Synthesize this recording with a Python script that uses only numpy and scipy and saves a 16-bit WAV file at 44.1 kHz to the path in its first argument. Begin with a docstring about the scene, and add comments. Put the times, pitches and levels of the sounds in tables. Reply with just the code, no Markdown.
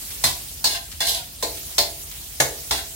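"""A soft sizzle over a low hum and a burner's rumble; a small pat of food, then the first knock of steel on steel.
A spatula tosses chillies, herbs and shallots in a wide wok, close by in a small kitchen. Seven knocks excite
decaying modes of wok, blade and stove; slides of the blade are random slips filtered into rasp and ringing.
Pats are bursts of clicks, the sizzle is sputtering noise with pops, and the burner is low noise and two sines."""
import sys
import numpy as np
from scipy import signal
from scipy.fft import irfft
from scipy.io import wavfile
from scipy.ndimage import uniform_filter1d, map_coordinates

SR = 44100
rng = np.random.default_rng(int(sys.argv[2]) if len(sys.argv) > 2 else 0)


def int16_out(signal):
    """Quantize to a 16-bit WAV file."""
    q = np.round(np.clip(np.atleast_2d(signal).T, -1, 1) * 32767)
    wavfile.write(sys.argv[1], SR, q.astype(np.int16))


N = 130095  # samples in the scene

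# blade meets pan: (time [s], favoured wok pitch [Hz], favoured blade pitch [Hz], added crack [dB],
# stove thump [dB], wok modes [dB], blade modes [dB], then the clang's gain at each of TONE_HZ [dB])
KNOCKS = [(0.2383, 970, 4160, 2, -34.5, -34, -23, -24.5, -21, -19.5, -11.5),
          (.6414, 950, 4570, 1.5, -39.5, -36, -31, -27.5, -29.5, -18, -14),
          (1.004, 704, 1950, -2, -48, -34.5, -24.5, -59, -27, -30, -18),
          (1.425, 474, 4080, -6.5, -40.5, -29, -39, -21, -29, -19.5, -17.5),
          (1.7808, 670, 4680, 5.5, -41.5, -30, -19.5, -24, -23, -18, -15),
          (2.4005, 489, 6800, 5.5, -34, -26.5, -34, -13.5, -17.5, -15.5, -12.5),
          (2.7084, 900, 3600, -1, -36.5, -36, -27.5, -24, -22, -20, -18)]
# corners of the tone curve given to each knock and slide: (frequency [Hz])
TONE_HZ = [450, 1600, 4200, 9000]
# blade slides on: (start [s], time to hardest push [s], length [s], pitch factor [ratio], ring of the pan [dB],
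# then gain at each of TONE_HZ [dB])
SCRAPES = [(.243, 0.0093, 0.09, 0.9, -13, -25.5, -28, -22.5, -20),
           (.645, 0.026, 0.038, 0.98, -12, -29, -28.5, -18, -19),
           (.684, .028, 0.1, .98, -22, -28.5, -31, -27, -26),
           (.742, 0.014, 0.047, .94, -6, -35.5, -21.5, -29.5, -30),
           (1.006, 0.015, 0.062, 0.96, -6, -32, -19.5, -26, -26),
           (1.05, 0.041, 0.15, .97, -11, -22.5, -32, -22, -18.5),
           (1.14, 0.039, 0.087, 0.87, -20, -24, -39, -35.5, -36),
           (1.785, 0.017, 0.057, 0.98, -12, -18.5, -38, -21, -20.5),
           (2.715, 0.019, .12, 0.94, -16, -29, -30.5, -28.5, -26),
           (2.775, 0.023, .035, .94, -13, -43, -28.5, -35, -42)]
# food lands on the pan: (time [s], level [dB])
PATS = [(.104, -36), (0.915, -35), (1.567, -36.5), (2.113, -37.5)]
# pitches of the wok's modes: (frequency [Hz])
WOK_HZ = [322, 382, 421, 468, 535, 590, 666, 698, 777, 845, 885, 1025, 2140]
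# ring of the wok at each of WOK_HZ: (relative level [dB], t60 [s])
WOK_RINGS = [(-16.5, 0.91), (-7, 0.57), (-9.5, 0.54), (-10, 0.5), (-8.5, 0.42), (-2, 0.37), (-2, 0.53),
             (-1, 0.38), (-7.5, 0.41), (-4, 0.38), (-5, .34), (0.5, 0.18), (-8, 0.32)]
# rings of the blade: (frequency [Hz], relative level [dB])
BLADE_RINGS = [(3495, -2), (4016, -6), (4190, -4), (4416, -2), (5176, -5), (5340, -4), (6360, -10)]
# rings of the stove under the wok: (frequency [Hz], relative level [dB], t60 [s])
STOVE_RINGS = [(66.9, 2, 0.64), (83.2, -5, 0.89), (132.5, 6, 0.27), (221, 6.5, 0.2), (303.3, 1.5, 0.43)]
# spectrum of the crowd of weaker modes: (frequency [Hz], relative level per Hz [dB])
CLANG_SPECTRUM = [(100, -26), (250, -12), (480, 0.5), (650, 5), (1000, 6), (1270, -3), (1600, 1.5),
                  (2100, 3), (2800, -6), (3600, -0.5), (4400, 0), (5900, -4.5), (7500, -4.5),
                  (11000, -10.5), (16000, -14)]
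# decay of that crowd: (frequency [Hz], t60 [s])
CLANG_T60 = [(200, 0.67), (700, 0.31), (3500, .33), (12000, 0.32)]
# spectrum of the rasping slips: (frequency [Hz], relative level per Hz [dB])
RASP_SPECTRUM = [(150, -12), (740, -3), (1270, -20), (1700, -12), (2450, -3), (3400, 0.5), (4300, 4),
                 (6300, -1.5), (16000, -9)]
# resonances of the blade pressed on the pan, before the pitch factor and the sag:
# (frequency [Hz], width [Hz], relative level [dB])
SLIDING_RESONANCES = [(860, 14.4, -11), (1119, 18, -15), (1700, 20, -13), (1913, 47, -17),
                      (2246, 26, -13.5), (2976, 80, -11), (3700, 32, -9), (4294, 200, -3),
                      (5370, 53, -10.5)]
# spectrum of landing food: (frequency [Hz], relative level per Hz [dB])
PAT_SPECTRUM = [(150, -28), (1000, -2), (2400, 10.5), (5000, 9), (15000, -2)]
# sizzle swells when food is turned on to hot metal: (time [s], level [dB])
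SIZZLE_LEVEL = [(.14, -32), (.5, -33.5), (.87, -37.5), (1.378, -37.5), (1.548, -32), (2.05, -34.5),
                (2.33, -35), (2.6, -33), (2.95, -34.5)]
# spectrum of the sizzle: (frequency [Hz], relative level per Hz [dB])
SIZZLE_SPECTRUM = [(150, -57), (250, -5.5), (606, -9), (672, -4.5), (786, -8.5), (1300, -11), (1970, -8),
                   (3090, -4), (8030, -1), (15800, -1.5)]
# spectrum of the burner's rumble: (frequency [Hz], relative level per Hz [dB])
RUMBLE_SPECTRUM = [(20, -38), (35, -4.5), (66, 3.5), (82, 4), (105, -4.5), (140, -6), (600, -24),
                   (2000, -56)]
# motor hum: (frequency [Hz], rms level [dB])
HUM = [(48.6, -50.5), (143, -60)]
# stereo width: (frequency [Hz], gain of the side signal [dB])
WIDTH = [(60, -14.5), (130, -9.5), (280, -14), (550, -6.5), (1000, -2), (2000, 0)]
# balance of the microphones: (frequency [Hz], left minus right [dB])
BALANCE = [(60, 3), (140, 0), (4000, 0.5), (12000, -2)]

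# knocks
RING_S = 0.6  # length given to each knock and slide
MODE_SCATTER_DB, RING_RISE_S, THUMP_RISE_S = 3.5, 0.0011, 0.0078
BLADE_T60_S = 0.22
MODE_SHARE = 0.11  # share of whole-Hz pitches that belong to the crowd of weaker modes
CRACK_S = 0.009  # fade of the edge's first bite
RIPPLE_DB, RIPPLE_HZ = 3.8, 75  # depth for the clang; spacing of peaks and dips
# each spot that is struck favours the modes near two pitches
SPOT_DB, WOK_SPOT_OCTAVES, BLADE_SPOT_OCTAVES = 5.5, 0.25, 0.12

# scrapes
SLIPS_PER_S, SLIP_SPREAD_DB = 3500, 3
START_FORCE = 0.58  # share of the hardest push
CLUMP_DB, CLUMP_S = 1.5, 0.003  # the edge catches and lets go
RASP_RIPPLE_DB, SLIDING_DB = 6.5, -1
SAG_PER_S = 0.55  # exponential rate at which pitch falls with travel
RUB_HZ, RUB_WIDTH_HZ = 685, 16  # the pan's own resonance

# food, burner and room
PAT_GRAINS_PER_S, PAT_S = 840, 0.026  # click density; fade time constant
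POPS_PER_S, POP_SPREAD_DB, POPS_DB = 2000, 3, -6.5  # POPS_DB is relative to the raw hiss
SPUTTER_DB = 1.82  # the hiss comes in short, uneven puffs
RUMBLE_DB = -44
ROOM_T60_S, ROOM_DB = 0.34, -4.5

# microphones
CEILING, EDGE_HZ = 0.95, 15950  # soft limit at full scale 1; band limit


def knocks():
    """Each blow cracks, rings pan and blade with a crowd of weaker modes, and shakes the stove."""
    out = np.zeros((2, N))
    t = np.arange(0, RING_S, 1 / SR)
    hz = np.geomspace(50, 16000, 300)
    for s, wok_hz, blade_hz, crack_db, thump_db, wok_db, blade_db, *tone_db in KNOCKS:
        clang = weaker_modes(t)
        clang = clang * (1 + amp(crack_db) * np.exp(-t / CRACK_S))
        clang = clang * (1 - np.exp(-t / RING_RISE_S))
        clang = colour(clang, list(zip(TONE_HZ, tone_db)))

        wok_modes = [(pitch, *mode) for pitch, mode in zip(WOK_HZ, WOK_RINGS)]
        blade_modes = [(*mode, BLADE_T60_S) for mode in BLADE_RINGS]
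        wok = amp(wok_db) * ring(wok_modes, RING_RISE_S)
        blade = amp(blade_db) * ring(blade_modes, RING_RISE_S)

        favour = bump(hz, wok_hz, WOK_SPOT_OCTAVES) + bump(hz, blade_hz, BLADE_SPOT_OCTAVES)
        metal = colour(clang + wok + blade, list(zip(hz, SPOT_DB * favour)))
        thump = amp(thump_db) * ring(STOVE_RINGS, THUMP_RISE_S)
        add(out, s, metal + thump)
    return out


def weaker_modes(t):
    """Many faint modes with random phases, each pitch region decaying at its own speed."""
    is_mode = rng.random(SR // 2 + 1) < MODE_SHARE  # one bin per Hz
    phases = np.exp(2j * np.pi * rng.random((2, len(is_mode))))
    crowd = evened(irfft(is_mode * phases))[:, :len(t)]
    crowd = uneven(colour(crowd, CLANG_SPECTRUM), RIPPLE_DB)
    return die_away(evened(crowd), CLANG_T60)


def ring(modes, rise_s):
    """Decaying modes of varying strength; each reaches one microphone a quarter cycle before the other."""
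    t, out = np.arange(0, RING_S, 1 / SR), 0
    for hz, db, t60 in modes:
        size = amp(db + MODE_SCATTER_DB * rng.standard_normal())
        lead = rng.permutation([0, .25])[:, None]  # in cycles, for either microphone
        turns = hz * t + rng.random() + lead
        decay = np.exp(-np.log(1000) * t / t60)
        out = out + size * decay * np.sin(2 * np.pi * turns)
    return out * (1 - np.exp(-t / rise_s))


def scrapes():
    """Tiny slips of the edge rasp, ring the pan, and feed resonances that sag as the blade travels."""
    out = np.zeros((2, N))
    t = np.arange(0, RING_S, 1 / SR)
    for s, push_s, length, pitch, pan_db, *tone_db in SCRAPES:
        force = np.interp(t, [0, push_s, max(length, push_s)], [START_FORCE, 1, 0])
        catch = np.interp(t / CLUMP_S, np.arange(len(t)), rng.standard_normal(len(t)))
        slips = grains(len(t), SLIPS_PER_S, SLIP_SPREAD_DB) * force * amp(CLUMP_DB * catch)

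        rasp = evened(sag(uneven(colour(slips, RASP_SPECTRUM), RASP_RIPPLE_DB)))
        sliding = 0
        for hz, width, db in SLIDING_RESONANCES:
            falling_hz = hz * pitch * np.exp(-SAG_PER_S * t)
            sliding = sliding + amp(db) * evened(resonate(slips, falling_hz, width))
        pan = evened(resonate(slips, np.full(len(t), RUB_HZ), RUB_WIDTH_HZ))

        sound = rasp + amp(SLIDING_DB) * sliding + amp(pan_db) * pan
        sound = sound * np.sqrt(np.mean(force ** 2))  # loudness follows the push
        add(out, s, colour(sound, list(zip(TONE_HZ, tone_db))))
    return out


def resonate(x, hz, width):
    """A resonance that follows the curve hz, with its far skirts trimmed."""
    turn = np.exp(2j * np.pi * np.cumsum(hz) / SR)
    x = x / turn  # shifts the resonance down to 0 Hz
    for r in np.exp(-np.pi * width * np.array([1, 8]) / SR):
        x = signal.lfilter([1 - r], [1, -r], x)
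    return (turn * x).real


def sag(x):
    """Plays a sound ever slower, so that all its peaks glide down together."""
    at = np.cumsum(np.exp(-SAG_PER_S * np.arange(x.shape[1]) / SR))
    return np.array([map_coordinates(channel, [at], order=5) for channel in x])


def uneven(x, depth_db):
    """Thin steel radiates unevenly: random peaks and dips, new for each point of contact."""
    hz = np.arange(0, SR / 2, RIPPLE_HZ)
    ripple = np.clip(rng.standard_normal(len(hz)), -2, 1.6)
    db = depth_db * ripple * np.minimum(hz / 1500, 1)  # shallower below 1500 Hz
    return colour(x, list(zip(hz, db)))


def pats():
    """Tossed pieces fall back in a short patter of random clicks that fades exponentially."""
    out = np.zeros((2, N))
    t = np.arange(SR // 4) / SR
    for s, db in PATS:
        patter = evened(colour(grains(len(t), PAT_GRAINS_PER_S, POP_SPREAD_DB), PAT_SPECTRUM))
        add(out, s, amp(db) * patter * np.exp(-t / PAT_S))
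    return out


def sizzle():
    """Moisture boils off the food: a fine hiss with small pops in it."""
    hiss = rng.standard_normal((2, N))
    pops = amp(POPS_DB) * grains(N, POPS_PER_S, POP_SPREAD_DB)
    level_db = np.interp(np.arange(N) / SR, *np.transpose(SIZZLE_LEVEL))
    return evened(colour(sputter(hiss + pops), SIZZLE_SPECTRUM)) * amp(level_db)


def sputter(x):
    """Random swells, each a few tens of ms long and about a kHz wide."""
    z = signal.stft(x, SR, nperseg=256)[2]
    patches = uniform_filter1d(rng.standard_normal(z.shape[1:]), size=8, axis=0)  # across frequency
    patches = uniform_filter1d(patches, size=10, axis=1)  # across time
    return signal.istft(z * amp(SPUTTER_DB * evened(patches)), SR)[1][:, :x.shape[1]]


def burner():
    """Low rumble of the flame as coloured noise, and a steady motor hum of pure tones."""
    t = np.arange(N) / SR
    hum = 0
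    for hz, db in HUM:
        hum = hum + amp(db) * np.sqrt(2) * np.sin(2 * np.pi * (hz * t + rng.random()))
    rumble = evened(colour(rng.standard_normal((2, N)), RUMBLE_SPECTRUM))
    return hum + amp(RUMBLE_DB) * rumble


def kitchen(x):
    """Adds a short tail of sparse reflections that decay exponentially."""
    t = np.arange(SR // 2) / SR
    tail = grains(len(t), 3000, 0.91) * np.exp(-np.log(1000) * t / ROOM_T60_S)
    tail = tail / np.linalg.norm(tail[0])
    return x + amp(ROOM_DB) * signal.fftconvolve(x, tail, axes=1)[:, :N]


def grains(count, per_s, spread_db):
    """Random clicks of uneven size and either sign, drawn separately for each microphone."""
    size = amp(spread_db * np.minimum(rng.exponential(1, (2, count)), 5))
    sign = rng.choice([-1, 1], (2, count))
    happens = rng.random((2, count)) < per_s / SR
    return evened(size * sign * happens)


def die_away(x, t60s):
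    """Lets each frequency decay at its own speed."""
    hz, t, z = signal.stft(x, SR, nperseg=256)
    z = z * amp(-60 * t / read(t60s, hz)[:, None])
    return signal.istft(z, SR)[1][:, :x.shape[1]]


def colour(x, points):
    """Causal minimum-phase filter with the given (frequency [Hz], gain [dB]) curve."""
    size = 4096
    log_gain = np.log(amp(read(points, abs(np.fft.fftfreq(size, 1 / SR)))))
    taps = np.fft.ifft(np.exp(np.conj(signal.hilbert(log_gain)))).real[:size // 2]
    return signal.fftconvolve(x, taps[None], axes=1)[:, :x.shape[1]]


def bump(hz, centre_hz, octaves):
    """A bell of height 1 on a log-frequency axis."""
    return np.exp(-(np.log2(hz / centre_hz) / octaves) ** 2)


def read(points, hz):
    """Reads a table on a log-frequency axis."""
    f, value = np.transpose(points)
    return np.interp(np.log(hz + 1), np.log(f + 1), value)


def amp(db):
    """Decibels to gain."""
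    return 10 ** (np.asarray(db) / 20)


def evened(x):
    """Scales to an rms of 1."""
    return x / np.sqrt(np.mean(x ** 2) + 1e-20)


def add(mix, s, sound):
    """Mixes a stereo sound in at time s, in seconds."""
    part = mix[:, round(s * SR):][:, :sound.shape[1]]
    part += sound[:, :part.shape[1]]


def scene():
    """All sources at the stove; the slides and pats also get the kitchen's reflections."""
    return knocks() + kitchen(scrapes() + pats()) + sizzle() + burner()


def record(dry):
    """Two close microphones hear the bass almost alike; peaks are rounded off, then the band limit."""
    mid = dry.mean(0, keepdims=True)
    side = colour((dry[:1] - dry[1:]) / 2, WIDTH)
    left = colour(mid + side, [(hz, db / 2) for hz, db in BALANCE])
    right = colour(mid - side, [(hz, -db / 2) for hz, db in BALANCE])
    rounded = CEILING * np.tanh(np.vstack([left, right]) / CEILING)
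    low_pass = signal.firwin(511, EDGE_HZ, window=("kaiser", 8), fs=SR)
    return signal.oaconvolve(rounded, low_pass[None], "same")


dry = scene()
out = record(dry)
int16_out(out)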